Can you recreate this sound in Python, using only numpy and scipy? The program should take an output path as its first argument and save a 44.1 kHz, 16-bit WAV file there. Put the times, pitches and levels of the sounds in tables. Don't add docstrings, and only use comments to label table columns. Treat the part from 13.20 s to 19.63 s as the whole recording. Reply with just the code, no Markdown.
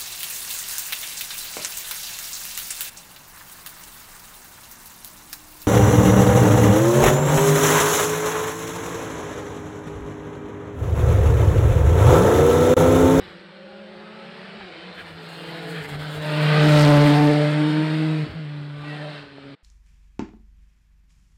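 import sys
import numpy as np
from scipy import signal
from scipy.fft import rfft, irfft, next_fast_len
from scipy.io import wavfile
from scipy.ndimage import uniform_filter1d, map_coordinates

SR = 44100
rng = np.random.default_rng(int(sys.argv[2]) if len(sys.argv) > 2 else 0)


def makeup_ratio(level_db):
    decades = np.asarray(level_db, float) / 20
    return 10 ** decades


def pcm_store(signal):
    levels = np.round(np.clip(np.atleast_2d(signal), -1, 1) * 32767)
    wavfile.write(sys.argv[1], SR, levels.astype(np.int16).T)


N = 283563
TIME = np.arange(N) / SR


def unit(x):
    return x / np.sqrt(np.mean(x ** 2) + 1e-20)


def curves(rows):
    s, *cols = np.transpose(rows)
    return [np.interp(TIME, s, c) for c in cols]


def wobble(rate):
    coarse = np.arange(0, N + 64, 64)
    knots = rng.standard_normal(int(N * rate / SR) + 5)
    return np.interp(np.arange(N), coarse, map_coordinates(knots, [coarse * rate / SR]))


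def hump(s, span, power):
    out = np.zeros(N)
    near = np.arange(max(0, round((s - span) * SR)), min(N, round((s + span) * SR)))
    out[near] = np.exp(-np.abs(2 * (near / SR - s) / span) ** power)
    return out


def bell(s, span):
    return hump(s, span, power=2) ** 2


def plateau(s, span):
    return hump(s, span, power=6)


def turning(middle, change):
    return (1 + np.tanh((TIME - middle) / change)) / 2


def coloured(x, points):
    size = next_fast_len(N + 8192)
    hz, db = np.transpose(points)
    bins = np.log(np.fft.rfftfreq(size, 1 / SR) + 1)
    gain = makeup_ratio(np.interp(bins, np.log(hz), db))
    return unit(irfft(rfft(x, size) * gain, size)[:N])


def patchy(patchy_db, streak_db):
    z = signal.stft(rng.standard_normal(N + 1024), nperseg=1024)[2]

    def field(high, long):
        rough = uniform_filter1d(rng.standard_normal(z.shape), size=high, axis=0)
        return unit(uniform_filter1d(rough, size=long, axis=1))

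    gain_db = patchy_db * field(high=12, long=5) + streak_db * field(high=2, long=16)
    return signal.istft(z * makeup_ratio(gain_db), nperseg=1024)[1][:N]


# time in seconds, firing rate in Hz.
ENGINE_SPEED = [(.1, 188.6), (.96, 215.5), (1.35, 224), (1.46, 182), (1.8, 178), (1.92, 161.1),
                (2.14, 166.3), (2.52, 166.3), (2.66, 152.4), (3.48, 150.8), (3.75, 145.7), (4.3, 149.3),
                (4.68, 155.6), (4.93, 156.6), (5.06, 149.9), (5.52, 145.5), (5.88, 150.4), (6.15, 139.4)]
# middle in seconds, length in seconds, level change in
# dB, overshoot in Hz.
GEAR_CHANGES = [
    (1.42, 0.13, 11, -1.5),
    (2.667, 0.099, -10, -6),
    (5.098, .1, -18, 13),
]


def revs():
    lag, length = 0.064, .17
    return curves(ENGINE_SPEED)[0] + sum(hz * bell(s + lag, length) for s, _, _, hz in GEAR_CHANGES)


def order(turn, k, gain, blur, flutter_db, rate=35):
    steepen = .42
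    phase = k * (turn + blur * wobble(rate)) + steepen * k * k
    return np.sqrt(2) * gain * makeup_ratio(flutter_db * wobble(21.98)) * np.cos(phase)


# time in seconds, level in dB, bark (overtones over the firing tone) in dB.
PIPE = [(0, -49, -11), (.27, -55, -8), (.6, -46, -11), (1.08, -49, -10), (1.5, -58.5, -0.5),
        (1.95, -45.5, -18), (2.3, -42.5, -9), (2.6, -33, -19), (3.0, -32.5, -17), (3.24, -19, -15.5),
        (3.75, -10, -13), (4.0, -16.5, -11.5), (4.4, -23, -11), (5.04, -23, -18.5), (5.12, -31, -23),
        (5.9, -36, -18), (6.1, -57, -8), (6.32, -46, -9)]
# order, level over the bark in dB.
LOWER = [(2, 2.5), (3, -2), (4, -2)]
# order, level over the bark in dB.
UPPER = [(5, -15), (6, -16), (7, -17), (8, -18), (9, -17), (10, -18), (11, -19), (12, -20), (13, -20),
         (14, -21), (15, -22), (16, -23)]
# middle in seconds, length in seconds, order, level in dB.
SWELLS = [(1.681, 0.12, 1, -48), (.85, .5, 4, -63), (2.398, 0.53, 3, -49.5), (2.351, 0.38, 2, -52),
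          (2.976, 0.35, 3, -43.5), (3.143, 0.23, 4, -30), (3.17, 0.13, 2, -36.5), (3.467, 0.098, 2, -24),
          (3.703, 0.11, 2, -26), (3.377, 0.22, 3, -34), (3.624, 0.48, 4, -22), (3.744, 0.4, 3, -25),
          (4.152, 0.27, 4, -29.5), (4.139, 0.34, 3, -31.5), (4.15, 0.32, 2, -40), (4.79, .15, 1, -50),
          (5.196, 0.11, 2, -57), (5.855, 0.34, 4, -46), (5.902, 0.46, 3, -55), (6.262, .3, 2, -50.5),
          (6.25, 0.48, 3, -54.5)]
# middle in seconds, length in seconds, order, level in dB.
GLINTS = [(1.0, .5, 6, -54), (2.47, .3, 5, -50), (3.12, .3, 6, -43), (3.14, .2, 8, -42), (3.35, .2, 8, -34),
          (3.64, .28, 6, -34), (3.6, .22, 9, -31), (3.62, .25, 10, -37), (3.98, .5, 5, -29),
          (3.86, .3, 7, -38), (4.02, .3, 6, -38), (4.15, .3, 14, -45), (4.55, .5, 6, -40),
          (4.5, .4, 9, -46), (4.6, .4, 15, -49), (5.64, .22, 8, -49), (5.68, .3, 7, -55),
          (5.82, .35, 5, -48), (5.7, .14, 13, -43), (5.8, .22, 12, -49), (5.7, .2, 18, -51)]


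def exhaust():
    overtone_cut = 0.14
    fading_db = 2.5
    far_db, far_blur = -28, .004
    turn = 2 * np.pi * np.cumsum(revs()) / SR + 0.071 * wobble(60)
    level_db, bark_db = curves(PIPE)
    cut_db = sum(db * plateau(s, span) for s, span, db, _ in GEAR_CHANGES)
    tone_db = level_db + cut_db
    smear = far_blur * np.clip(far_db - level_db, 0, None)
    overtone_db = level_db + bark_db + overtone_cut * cut_db

    lower = {1: makeup_ratio(tone_db)}
    for k, db in LOWER:
        lower[round(k)] = makeup_ratio(overtone_db + db + fading_db * wobble(7))
    lower[2] = lower[2] * makeup_ratio(7.04 * turning(3.424, .12))
    for s, span, k, db in SWELLS:
        lower[round(k)] = lower[round(k)] + makeup_ratio(db) * bell(s, span)
    upper = {k: makeup_ratio(overtone_db + db) for k, db in UPPER}
    for s, span, k, db in GLINTS:
        upper[k] = upper.get(k, 0) + makeup_ratio(db) * bell(s, span)

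    low = sum(order(turn, k, gain, blur=.06 + smear, flutter_db=.6 + .5 * k) for k, gain in lower.items())
    high = sum(order(turn, k, gain, blur=.09, flutter_db=2.2, rate=90) for k, gain in upper.items())
    half = sum(order(turn, k / 2, makeup_ratio(tone_db - 35.0), blur=0.43, flutter_db=-5.0) for k in range(3, 10, 2))
    return low + high + half, turn


# time in seconds, car speed away from the slope in m/s, level in dB,
# brightness in dB per order.
ECHO = [(.1, 17.5, -58, 0.5), (.55, 16, -53.5, 3.5), (1.0, 28, -54, 3.5), (1.3, 23.2, -51.5, -2),
        (1.6, 14, -54.5, 3), (1.8, 18, -57, 8), (2.15, 19, -57, 2.5), (2.5, 19.4, -45.5, 2),
        (2.8, 12.2, -51, 0)]
# order, level in dB.
ECHO_ORDERS = [(1, 2.5), (2, 0.5), (3, 0.5)]


def hillside():
    delay, sound_speed = .06, 343
    gone = (3.72, ECHO[-1][1], -60, 0)
    speed, level_db, bright_db = curves(list(ECHO) + [gone])
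    late = np.interp(np.arange(N) - delay * SR, np.arange(N), revs())
    lowered = late * (sound_speed - speed) / (sound_speed + speed)
    turn = 2 * np.pi * np.cumsum(lowered) / SR
    out = np.zeros(N)
    for k, db in ECHO_ORDERS:
        gain = makeup_ratio(level_db + db + (k - 2) * bright_db + 1.5 * wobble(6))
        out += order(turn, round(k), gain, blur=.5, flutter_db=2.2)
    return out


# time in seconds, roar in dB, wetness in dB.
ROAD = [(.05, -44.5, 1), (.28, -51, -9), (.5, -50, -4), (1.1, -45, -6), (1.73, -43, -15),
        (1.76, -44.5, 7.5), (2.2, -41, 10.5), (2.99, -38, 10), (3.24, -28, -3), (3.55, -22, -2),
        (3.9, -24, -1), (4.1, -31, 4.5), (5.0, -38, 3.5), (5.13, -45.5, -1), (5.55, -48.5, 8),
        (5.7, -42.5, 7), (5.97, -41.5, -0.5), (6.09, -50, -2)]
# middle in seconds, length in seconds, hiss change in dB.
TYRE_DIPS = [
    (1.84, 0.024, -4),
    (1.942, 0.058, -5.5),
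    (2.675, .025, -6),
    (2.777, 0.032, -8),
    (3.001, 0.027, -4.5),
]


def road_levels():
    roar_db, wet_db = curves(ROAD)
    dip_db = sum(db * plateau(s, span) for s, span, db in TYRE_DIPS)
    return roar_db, wet_db, dip_db


# frequency in Hz, level in dB.
ROAR = [(60, -58.5), (170, 7), (265, -7.5), (420, 1.5), (800, -0.5), (1050, -4.5), (1500, 1), (2500, -4),
        (4200, -7), (5200, -17), (6200, -34.5), (8800, -28), (10000, -48), (16000, -64)]


def tyre_roar(turn):
    roar_db, _, dip_db = road_levels()
    level_db = roar_db + 0.59 * dip_db
    gate = 1 + .18 * np.cos(turn + 1.5)
    noise = coloured(gate * patchy(patchy_db=0.16, streak_db=2.5), ROAR)
    return noise * makeup_ratio(level_db + 2 + 0.37 * wobble(9))


# frequency in Hz, level in dB.
HISS = [(4000, -51), (6200, -8), (7500, -2), (9000, 0.5), (10200, -9.5), (11700, -3.5), (12600, -10.5),
        (16000, -9.5)]
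# middle in seconds, length in seconds, change in dB.
SPRAY_CHANGES = [
    (1.997, 0.053, -9),
    (2.075, .025, -6),
    (2.39, .15, -6),
    (2.87, 0.058, -4),
    (3.359, 0.17, -3),
    (3.607, .05, 1.5),
    (3.87, 0.13, -1.5),
]


def spray_hiss():
    roar_db, wet_db, dip_db = road_levels()
    change_db = sum(db * plateau(s, span) for s, span, db in SPRAY_CHANGES)
    hiss_db = -10 + 1.528 * roar_db + wet_db + dip_db + change_db
    grit = makeup_ratio(3.1 * rng.standard_normal(N) + 0.98 * wobble(120))
    spray = coloured(grit * patchy(patchy_db=1.0, streak_db=2.0), HISS)
    dull = signal.lfilter(*signal.butter(2, 10000 / (SR / 2)), spray)
    away = turning(4.15, .35)
    return (spray + away * (dull - spray)) * makeup_ratio(hiss_db + 5.0 + (2 - away) * wobble(39))


# frequency in Hz, level in dB.
RUMBLE = [(15, -24), (40, -3), (70, 0.5), (110, 6), (200, -51)]
# middle in seconds, length in seconds, level in dB.
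BUMPS = [(0.028, 0.17, -54.5), (1.425, .15, -59), (1.82, 0.09, -50), (1.936, 0.086, -50), (2.645, .12, -51),
         (2.743, .1, -46), (2.811, .12, -48), (2.975, .1, -46), (3.25, .2, -56), (3.417, .15, -43),
         (3.55, .15, -39.5), (3.7, 0.22, -40), (4.06, .15, -44), (4.71, 0.053, -61), (4.904, 0.063, -59),
         (5.118, .12, -42), (5.4, 0.33, -62), (5.613, .12, -53), (6.069, 0.13, -58), (6.269, .1, -62)]


def rumble():
    roar_db = curves(ROAD)[0]
    buffeting = makeup_ratio(roar_db / 2 - 44.5 + 1.6 * wobble(14))
    thumps = sum(makeup_ratio(db) * bell(s, span) for s, span, db in BUMPS)
    return coloured(rng.standard_normal(N), RUMBLE) * (buffeting + thumps)


# start in seconds, peak in dB, ring in Hz.
POPS = [(1.41, -31, 900), (3.543, -17, 1500), (3.557, -20, 1400), (3.57, -20, 1500), (5.065, -26, 300),
        (5.088, -33, 220), (5.112, -34, 250), (5.135, -32, 280), (5.19, -36, 260), (5.655, -41, 3000),
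        (6.183, -31.5, 650)]


def pops():
    out = np.zeros(N + SR)
    t = np.arange(SR // 20) / SR
    for s, db, hz in POPS:
        ring = -np.sin(2 * np.pi * hz * t) * makeup_ratio(-60 * t * hz / 6)
        puff = signal.lfilter(*signal.butter(4, 1.3 * hz / (SR / 2)), rng.standard_normal(len(t)))
        puff = puff * makeup_ratio(-60 * t / .04)
        onset = 1 - np.exp(-3 * t * hz)
        out[round(s * SR):][:len(t)] += makeup_ratio(db) * (2 * ring + puff) * onset
    return out[:N]


# middle in seconds, length in seconds, level in dB.
VENTS = [
    (1.42, .08, -47),
    (1.796, 0.078, -38),
    (1.975, .03, -56),
    (2.581, .16, -36),
    (2.649, .03, -43),
    (2.751, 0.059, -51),
]
# frequency in Hz, width in Hz, level in dB.
VALVE = [(1640, 440, 0.1), (2450, 250, -6), (3170, 400, -7)]


def valve():
    air = rng.standard_normal(N) * makeup_ratio(1.5 * wobble(60))
    pipe = sum(makeup_ratio(db) * signal.filtfilt(*signal.iirpeak(hz, hz / width, SR), air) for hz, width, db in VALVE)
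    return unit(pipe) * sum(makeup_ratio(db) * bell(s, span) for s, span, db in VENTS)


# start in seconds, end in seconds, multiple of the firing rate, level in dB.
WHINE = [
    (1.51, 1.69, 17.15, -49.5),
    (2.06, 2.52, 17.0, -52),
    (2.03, 2.6, 25.5, -51),
    (2.85, 3.1, 25.6, -50),
]


def gearbox():
    turn = 2 * np.pi * np.cumsum(revs()) / SR
    out = np.zeros(N)
    for start, end, k, db in WHINE:
        load = np.clip(np.minimum(TIME - start, end - TIME) / .05, 0, 1)
        out += load * makeup_ratio(db + 2.5 * wobble(20)) * np.sin(k * turn + .6 * wobble(50))
    return out


# time in seconds, level in dB.
CRACKLE = [(3.0, -60.5), (3.35, -54), (3.5, -42), (3.6, -28), (3.7, -37.5), (3.9, -42), (4.101, -43.5),
           (4.5, -66.5), (5.0, -91)]
# frequency in Hz, level in dB.
SHOCK = [(700, -34.5), (1500, -8.5), (4500, 10), (6500, -3), (10000, -8.5), (16000, -33)]


def crackle(turn):
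    front = turn + 2.0
    firings = front / (2 * np.pi)
    sizes = makeup_ratio(2 * rng.standard_normal(int(firings[-1]) + 3))
    burst = sizes[np.round(firings).astype(int)] * np.exp(5 * (np.cos(front) - 1))
    level_db = curves([(0, -92), (2.8, -90)] + list(CRACKLE))[0]
    return coloured(burst * rng.standard_normal(N), SHOCK) * makeup_ratio(level_db)


def scene():
    engine, turn = exhaust()
    tyres = tyre_roar(turn) + spray_hiss() + rumble()
    return (engine + hillside() + tyres + pops() + valve() + gearbox() + crackle(turn))[None]


def top_cut(x):
    return signal.sosfilt(signal.butter(12, 15740, fs=SR, output="sos"), x)


def record(dry):
    top, cut_s = .33, 6.353
    x = dry / (1 + np.abs(dry / top) ** 8) ** (1 / 8)
    x = signal.lfilter(*signal.butter(1, 12 / (SR / 2), "high"), x)
    fade = np.clip((cut_s - TIME) / 0.0078, 0, 1)
    hush = makeup_ratio(-68) * coloured(rng.standard_normal(N), ROAR)
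    return top_cut(x * fade + (1 - fade) * hush)


dry = scene()
out = record(dry)
pcm_store(out)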